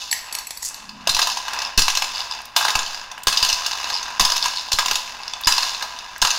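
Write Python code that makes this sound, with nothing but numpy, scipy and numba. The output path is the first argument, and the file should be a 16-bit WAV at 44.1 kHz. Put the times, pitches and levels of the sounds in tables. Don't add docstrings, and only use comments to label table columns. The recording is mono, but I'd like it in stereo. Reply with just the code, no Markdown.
import sys
import numpy as np
from scipy import signal
from scipy.fft import rfft, irfft
from scipy.io import wavfile
from scipy.ndimage import uniform_filter1d
from numba import njit

SR = 44100
rng = np.random.default_rng(int(sys.argv[2]) if len(sys.argv) > 2 else 0)


def store_pcm(level_fs):
    pcm = np.round(np.clip(level_fs, -1, 1) * 32767).astype(np.int16)
    wavfile.write(sys.argv[1], SR, np.atleast_2d(pcm).T)


N = 281358
TIME = np.arange(N) / SR
HZ = np.fft.rfftfreq(8192, 1 / SR) + 1

# f/Hz, level/dB
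AIR = [(25, 5), (60, 1.5), (130, -7), (230, -6.5), (400, -12.5), (1000, -6.5), (4000, -35), (15000, -86)]
AIR_DB = -53
LOW_RUMBLE_S, LOW_RUMBLE_HALF_S, LOW_RUMBLE_DB = 0.97, .11, -46
# f/Hz, level/dB
ROOM_COLOUR = [(100, 1), (5000, 0), (15500, -5.5)]

# t/s, glassy clatter level/dB, bowl rumble level/dB, hold time/s
DROPS = [(-.25, -25, -38, 0.22), (1.07, -25.5, -35, 0.23), (1.82, -29, -33.5, 0.33),
         (2.549, -24, -28.5, 0.11), (3.296, -24, -29, 0.29), (4.204, -26.5, -34, 0.34),
         (4.76, -26, -34.5, 0.18), (5.476, -21, -32, 0.14), (6.208, -23, -28.5, 0.35)]
STIR_S, CLATTER_FADE_DB_PER_S, RUMBLE_FADE_DB_PER_S = .04, 53, 21
# middle t/s, half length/s, glassy clatter level/dB, bowl rumble level/dB
RETURNS = [(0.335, 0.064, -42, -33.5), (.78, 0.095, -41, -40), (1.06, 0.09, -44, -38),
           (1.581, 0.1, -32, -27), (2.199, 0.04, -28.5, -33), (2.343, 0.049, -33, -32.5),
           (2.901, 0.089, -28.5, -52), (3.734, 0.066, -26, -33), (3.88, 0.083, -25.5, -29),
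           (4.094, 0.076, -31.5, -30.5), (4.461, 0.024, -24, -27), (5.364, 0.42, -39, -36.5),
           (5.664, 0.049, -25.5, -35), (5.816, 0.016, -38, -30), (6.05, 0.23, -39, -38.5)]
HOP_S = .011
# f/Hz, level/dB
CONTACT = [(40, -15), (150, -27.5), (450, -18), (750, -8.5), (1100, -6), (2100, -7), (3200, -0.5),
           (5000, 5), (6500, 3.5), (7900, -10.5), (10000, -12), (15500, -18)]
# f/Hz, width/Hz, lift at left port/dB, lift at right port/dB (below 0 dB: none there)
BOWL = [(234.4, 4, 14, 18.5), (690, 130, 7, 1), (868.5, 125, 10, -4.5), (998, 96, 13.5, 9.5),
        (1058, 200, 5.5, 5.5), (1256, 10, 11.5, -10), (1631, 107, 6.5, 9), (2630, 106, 10.5, 11.5),
        (2870, 196, 11, 5.5), (3510, 95, 11, 2.5), (3703, 214, 7.5, 7.5), (4120, 150, 1.5, 8.5),
        (4430, 65, 11, -4.5), (4874, 150, 9.5, -8), (5260, 190, 6, -6.5), (6450, 85, 5.5, 0),
        (7140, 260, -27, 8)]

# t/s, level/dB
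CLINKS = [(0.1128, -11), (0.1268, -6), (0.3253, -15.5), (0.3503, -10), (0.386, -17), (0.4695, -20),
          (0.5066, -13.5), (0.5723, -20), (0.6277, -17.5), (0.649, -33), (0.743, -23)]
# f/Hz, width/Hz, lift/dB
BOX = [(1870, 400, 24), (2640, 180, 14.5), (4440, 240, 13.5), (5720, 640, 8), (7790, 98, 18.5),
       (10430, 400, 18), (12140, 500, 19.5), (14150, 130, 21)]
# f/Hz, level/dB
BOX_COLOUR = [(100, -14), (500, -11), (900, 3), (1500, -18), (4000, 6.5), (7000, 7), (9000, -5.5),
              (15500, -17.5)]
# f/Hz, level/dB
SLIDE_COLOUR = [(200, -27), (3000, -12), (5500, 6), (7000, 7), (10000, -1.5), (15500, -13)]
SLIDE_S, SLIDE_DB, SLIDE_RISE_DB_PER_S, SLIDE_FALL_DB_PER_S = 0.662, -20.5, 371, 378

# t/s, level/dB, share of hollow bowl body/dB, left minus right/dB
KNOCKS = [(0.892, -27, -16, -3), (1.072, -10, -9, 1), (1.093, -5, -21.5, -10), (1.146, -10, -22, 0),
          (1.166, -17.5, -4, 4), (1.191, -9, -7, -1.5), (1.216, -12.5, -18, 14), (1.226, -11, -12.5, -5),
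          (1.271, -12.5, -7, -7), (1.299, -19, -20, -16), (1.316, -19.5, -13.5, 2), (1.371, -17, -12, 1),
          (1.481, -21, -7.5, 6), (1.533, -20.5, -4.5, 3), (1.588, -19, -16, 7), (1.618, -16, -19, 11),
          (1.776, -0.5, -14.5, -2), (1.791, -8, -15, -9), (1.819, -9, -21, 0.5), (1.881, -12, -6, -2),
          (1.9, -11.5, -30, -4), (1.951, -11.5, -20, -1), (1.972, -10, -14, -5), (2.021, -13.5, -6.5, -0.5),
          (2.042, -18, -12, -8), (2.563, -2, -13.5, 3.5), (2.61, -29, 8, -6), (2.625, -19.5, -7.5, 17),
          (2.65, -13.5, -5, -9), (2.682, -14, -6, 4), (2.703, -13, -15, -6), (2.753, -9.5, -11, 2),
          (2.79, -13, -13.5, -7), (2.862, -22, -25, 1), (3.114, -25.5, -8, 8), (3.178, -34.5, -0.5, 3),
          (3.27, -5, -12.5, 1), (3.281, -8.5, -14.5, 3), (3.326, -13, -10.5, -4), (3.372, -9, -40, 2),
          (3.427, -6.5, -17, 5), (3.448, -8.5, -21, 0), (3.489, -12.5, -18, 1), (3.499, -12, -20, 10),
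          (3.527, -10, -23, 1.5), (3.662, -11, -19.5, -4.5), (3.9, -19.5, -12, 26), (4.028, -20, -23, 4),
          (4.196, -4.5, -9.5, -5), (4.208, -6, -21.5, 1), (4.25, -6, -14, 6), (4.3, -13.5, -13, 1),
          (4.319, -12.5, -9.5, 1), (4.364, -9, -17, -4), (4.44, -16.5, -12.5, -2), (4.457, -15.5, -4, 0.5),
          (4.718, -10, -13, -1), (4.729, -8, -38, -4), (4.786, -10.5, -6.5, -6), (4.79, -11.5, -9.5, 2.5),
          (4.859, -12, -8.5, -3), (4.882, -14, -12.5, -16), (4.911, -11, -8, 0.5), (4.955, -10, -21, -1),
          (5.471, -3.5, -15, 5), (5.474, -3, -14, -4), (5.522, -10, -14, 0), (5.58, -12.5, -10.5, -4),
          (5.629, -16, -10, -12), (5.824, -18.5, -6.5, 0), (6.217, -5, -21, -0.5),
          (6.223, -8.5, -10.5, -4.5), (6.249, -10.5, -6, 2), (6.271, -12.5, -31, -10),
          (6.304, -11.5, -24, -4)]
# t/s, left level/dB, right level/dB
HEAVES = [(1.095, -31, -17.5), (1.148, -24, -30), (1.777, -2, -11), (2.755, -14.5, -42),
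          (3.271, -17.5, -22), (3.424, -19.5, -36), (3.528, -23.5, -51), (4.205, -9, -24),
          (4.736, -17.5, -44), (4.914, -25.5, -32), (5.469, -12, -19.5), (6.219, -14.5, -18)]
# t/s, length/s, level/dB
TICK_RUNS = [(1.649, .026, -16), (2.149, .07, -15), (2.311, .015, -12.5), (3.929, .062, -13),
             (4.4255, .005, -3), (4.561, .038, -11.5), (4.685, .005, -17), (5.233, .005, -19),
             (5.2792, .005, -9), (5.3353, .005, -8), (5.436, .026, -13.5), (5.988, .005, -14.5)]
# f/Hz, level/dB
TICK_COLOUR = [(200, -48), (900, -4.5), (2000, -16), (3500, -3), (5100, 7), (6200, -5.5), (7800, -13.5),
               (15500, -31)]
# t/s, level/dB
SNAPS = [(2.416, -31), (2.454, -24), (3.234, -17.5), (5.411, -20), (6.18, -23.5)]
TOP_HZ = 15700


def amp(db):
    return 10 ** (np.asarray(db) / 20)


def unit(x):
    return x / np.sqrt(np.mean(x ** 2))


def sides(pan_db):
    gains = amp(np.array([[.5], [-.5]]) * pan_db)
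    return gains / np.sqrt(np.mean(gains ** 2, axis=0))


def colour(points, modes=()):
    hz, db = np.transpose(points)
    power = np.ones((2, len(HZ)))
    for centre, width, *lift_db in modes:
        lift = np.maximum(amp(lift_db)[:, None] ** 2 - 1, 0)
        power += lift / (1 + (2 * (HZ - centre) / width) ** 2) ** 1.54
    slope = amp(np.interp(np.log(HZ), np.log(hz), db))
    return slope * np.sqrt(power)


def ring(x, gain):
    cepstrum = irfft(np.log(gain + 1e-6))
    fold = 1 + np.sign(len(HZ) - 1 - np.arange(cepstrum.shape[1]))
    fold[0] = 1
    impulse = irfft(np.exp(rfft(cepstrum * fold)))
    return signal.oaconvolve(x, impulse, axes=1)[:, :N]


def add(track, s, sound):
    start = max(int(s * SR), 0)
    part = track[:, start:start + sound.shape[1]]
    part += sound[:, :part.shape[1]]


def ports(size, alike):
    shared, *own = rng.standard_normal((3, size))
    alike = np.clip(alike, 0, 1)
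    return np.sqrt(alike) * shared + np.sqrt(1 - alike) * np.array(own)


def swell(middle_s, half_s):
    return np.exp(-((TIME - middle_s) / half_s) ** 2 / 2)


def background(centre_hz=205, width_hz=85):
    band = np.ones((2, 1)) / (1 + (2 * (HZ - centre_hz) / width_hz) ** 2)
    low_rumble = unit(ring(ports(N, alike=0.96), band))
    air = unit(ring(ports(N, alike=0.68), colour(AIR)))
    return amp(AIR_DB) * air + amp(LOW_RUMBLE_DB) * swell(LOW_RUMBLE_S, LOW_RUMBLE_HALF_S) * low_rumble


def room(x, t60_s=0.64, wet_db=-7, build_s=0.0019):
    t = TIME[:SR]
    decay = np.exp(-np.log(1000) * t / t60_s)
    tail = rng.standard_normal((2, SR)) * decay * (1 - np.exp(-t / build_s)) ** 2
    wet = signal.oaconvolve(x, unit(tail) / np.sqrt(SR), axes=1)[:, :N]
    return x + amp(wet_db) * ring(wet, colour(ROOM_COLOUR))


def stir(start_s, hold_s, fade_db_per_s):
    age = TIME - start_s
    return np.clip(age / STIR_S, 0, 1) * amp(-fade_db_per_s * np.maximum(age - hold_s, 0))


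def motion():
    clatter, rumble = np.zeros((2, N))
    for s, clatter_db, rumble_db, hold_s in DROPS:
        clatter += (amp(clatter_db) * stir(s, hold_s, CLATTER_FADE_DB_PER_S)) ** 2
        rumble += (amp(rumble_db) * stir(s, hold_s, RUMBLE_FADE_DB_PER_S)) ** 2
    for s, half_s, clatter_db, rumble_db in RETURNS:
        clatter += (amp(clatter_db) * swell(s, half_s)) ** 2
        rumble += (amp(rumble_db) * swell(s, half_s)) ** 2
    return np.sqrt(clatter), np.sqrt(rumble)


def chatter(gap_s, spread_db, tick_s, grind_db, count=2):
    taps = np.zeros(N)
    for _ in range(count):
        hops = rng.standard_normal((2048, 2))
        runs = np.repeat(rng.standard_normal((256, 2)), 8, axis=0)
        gaps = gap_s * np.exp(.4 * runs[:, 0] + .22 * hops[:, 0])
        at = (np.cumsum(gaps) * SR).astype(int)
        size = amp(spread_db * np.clip(runs[:, 1] + hops[:, 1], -2, 2))
        taps[at[at < N]] += size[at < N] ** 2
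    power = signal.lfilter([1], [1, -np.exp(-2 / (tick_s * SR))], taps)
    power /= uniform_filter1d(power, SR // 10) + 1e-9
    return unit(np.sqrt(np.maximum(power, 0) + amp(grind_db) ** 2))


def registers(low_hz=2200, high_hz=7500):
    above_low = 1 / (1 + (low_hz / HZ) ** 8)
    above_high = 1 / (1 + (high_hz / HZ) ** 24)
    shares = 1 - above_low, above_low * (1 - above_high), above_high
    return [unit(colour(CONTACT, BOWL) * np.sqrt(share)) for share in shares]


def rolling(body_db=-0.5, click_db=-3.0, crack_db=-17, left_db=2):
    clatter, rumble = motion()
    hops = chatter(gap_s=HOP_S, spread_db=2.5, tick_s=.0038, grind_db=-2.5)
    body, click, crack = registers()
    rumbling = ring(hops * rumble * amp(body_db) * ports(N, alike=0.26), body)
    clicking = ring(hops * clatter * amp(click_db) * ports(N, alike=0.11), click) * sides(left_db)
    cracking = ring(hops * clatter * amp(crack_db) * ports(N, alike=0.27), crack)
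    return rumbling + clicking + cracking


def contact(snap_s, wall_s, wall_db, alike, ping_db,
            low_hz=2500, high_hz=7500, ping_s=0.0076, place=0.25, count=6):
    t = TIME[:3072]
    buzz = ports(len(t), alike)
    echoes = rng.standard_normal((2, 48))
    buzz = unit(buzz + place * signal.oaconvolve(buzz, echoes, axes=1)[:, :len(t)])
    hz = low_hz + (high_hz - low_hz) * (np.arange(count) + rng.random(count))[:, None] / count
    phase = rng.random((2, count, 1))
    ping = unit(np.sin(2 * np.pi * (hz * t + phase)).sum(axis=1))
    envelope = 1 / (1 + (t / snap_s) ** 6) + amp(wall_db) * np.exp(-t / wall_s)
    return buzz * envelope + amp(ping_db) * ping * np.exp(-t / ping_s)


def strays(level_db=2, spread_db=6.5, body_db=-3, pan_db=5, count=130):
    clatter, rumble = motion()
    drive = np.zeros((2, 2, N))
    for k in range(count):
        at = int((k + rng.random()) / count * (N - 1))
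        loud, hollow, side = np.clip(rng.standard_normal(3), -2, 2)
        blow = sides(pan_db * side) * contact(
            snap_s=0.0014, wall_s=0.0047, wall_db=-9.5, alike=0.13, ping_db=-24, low_hz=766, high_hz=6820)
        add(drive[0], at / SR, blow * rumble[at] * amp(level_db + body_db + spread_db * hollow))
        add(drive[1], at / SR, blow * clatter[at] * amp(level_db + spread_db * loud))
    return sum(ring(x, gain) for x, gain in zip(drive, registers()))


def box(clink_db=-5, left_db=-2):
    drive = np.zeros((2, N))
    for s, peak_db in CLINKS:
        add(drive, s, amp(peak_db + clink_db) * contact(
            snap_s=0.0039, wall_s=0.13, wall_db=-16, alike=0.3,
            ping_db=-2, low_hz=7150, high_hz=14270, ping_s=0.011))
    age = TIME - SLIDE_S
    slide = amp(SLIDE_DB + np.minimum(SLIDE_RISE_DB_PER_S * age, -SLIDE_FALL_DB_PER_S * age))
    hops = chatter(gap_s=HOP_S, spread_db=7.5, tick_s=0.0028, grind_db=-3)
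    scrape = hops * slide * ports(N, alike=0.15)
    clinking = ring(drive, unit(colour(BOX_COLOUR, BOX)))
    scraping = ring(scrape, unit(colour(SLIDE_COLOUR)))
    return sides(left_db) * (clinking + scraping)


def knocks(body_db=3, click_db=-4.0, crack_db=-19, wall_crack_db=-11, usual_db=-10, brighten=0.46):
    drive = np.zeros((3, 2, N))
    for s, level_db, share_db, pan_db in KNOCKS:
        blow = sides(pan_db) * amp(level_db)
        hard_crack = amp(crack_db + brighten * (level_db - usual_db))
        crack = np.hypot(hard_crack, amp(share_db + wall_crack_db))
        add(drive[0], s, blow * amp(share_db + body_db) * contact(
            snap_s=0.0036, wall_s=0.025, wall_db=-5, alike=0.47,
            ping_db=-12.5, low_hz=963, high_hz=1735, ping_s=0.006))
        add(drive[1], s, blow * amp(click_db) * contact(
            snap_s=0.0047, wall_s=0.016, wall_db=-4, alike=.15, ping_db=-10.5))
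        add(drive[2], s, blow * crack * contact(
            snap_s=0.0047, wall_s=0.03, wall_db=-2.5, alike=0.065,
            ping_db=-8, low_hz=7640, high_hz=15600, ping_s=0.015))
    return sum(ring(x, gain) for x, gain in zip(drive, registers()))


def heave(swing_hz=5.2, settle_s=0.1, rise_s=0.0035, kick_s=0.011, thud_db=-15, thud_s=0.018, thud_hz=300):
    offset, thuds, t = np.zeros((2, N)), np.zeros((2, N)), TIME[:SR // 2]
    phase = np.array([[1], [-2]])
    sway = np.exp(-t / settle_s) * np.cos(2 * np.pi * swing_hz * t + phase)
    swing = np.exp(-t / kick_s) + 0.7 * sway
    for s, *db in HEAVES:
        add(offset, s, amp(db)[:, None] * swing * (1 - np.exp(-t / rise_s)))
        add(thuds, s, amp(db)[:, None] * ports(len(t), alike=1.0) * np.exp(-t / thud_s))
    low_pass = np.ones((2, 1)) / (1 + (HZ / thud_hz) ** 2)
    return offset + amp(thud_db) * ring(thuds, unit(low_pass))


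def ticks(level_db=-5, left_db=10, scatter_db=0.5, jitter_s=.0012):
    drive = np.zeros((2, N))
    for start_s, length_s, peak_db in TICK_RUNS:
        for s in np.arange(start_s, start_s + max(length_s, HOP_S / 2), HOP_S):
            late, loud = rng.standard_normal(2)
            tick = contact(snap_s=0.0023, wall_s=0.011, wall_db=-14.5, alike=0.055, ping_db=-20)
            at_s = s + jitter_s * late * (s > start_s)
            add(drive, at_s, amp(peak_db + level_db + scatter_db * loud) * tick)
    return sides(left_db) * ring(drive, unit(colour(TICK_COLOUR, BOWL)))


def snaps(level_db=-6, corner_hz=4000):
    drive = np.zeros((2, N))
    for s, peak_db in SNAPS:
        add(drive, s, amp(peak_db + level_db) * contact(
            snap_s=0.0045, wall_s=0.0055, wall_db=-27, alike=0.23, ping_db=-22))
    high_pass = np.ones((2, 1)) * HZ / np.hypot(HZ, corner_hz)
    return ring(drive, unit(high_pass))


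def scene():
    marbles = rolling() + strays() + box() + knocks() + ticks() + snaps()
    return background() + room(marbles) + heave()


@njit
def follow(x, release):
    out, e = np.empty(len(x)), 0.
    for i in range(len(x)):
        e = max(abs(x[i]), e * release)
        out[i] = e
    return out


def record(dry, ceiling=0.91, release_s=0.0021):
    peaks = np.array([follow(x, np.exp(-1 / (release_s * SR))) for x in dry])
    limited = dry / np.maximum(peaks / min(ceiling, 1), 1)
    return signal.sosfilt(signal.ellip(8, .2, 60, TOP_HZ, fs=SR, output="sos"), limited)


dry = scene()
out = record(dry)
store_pcm(out)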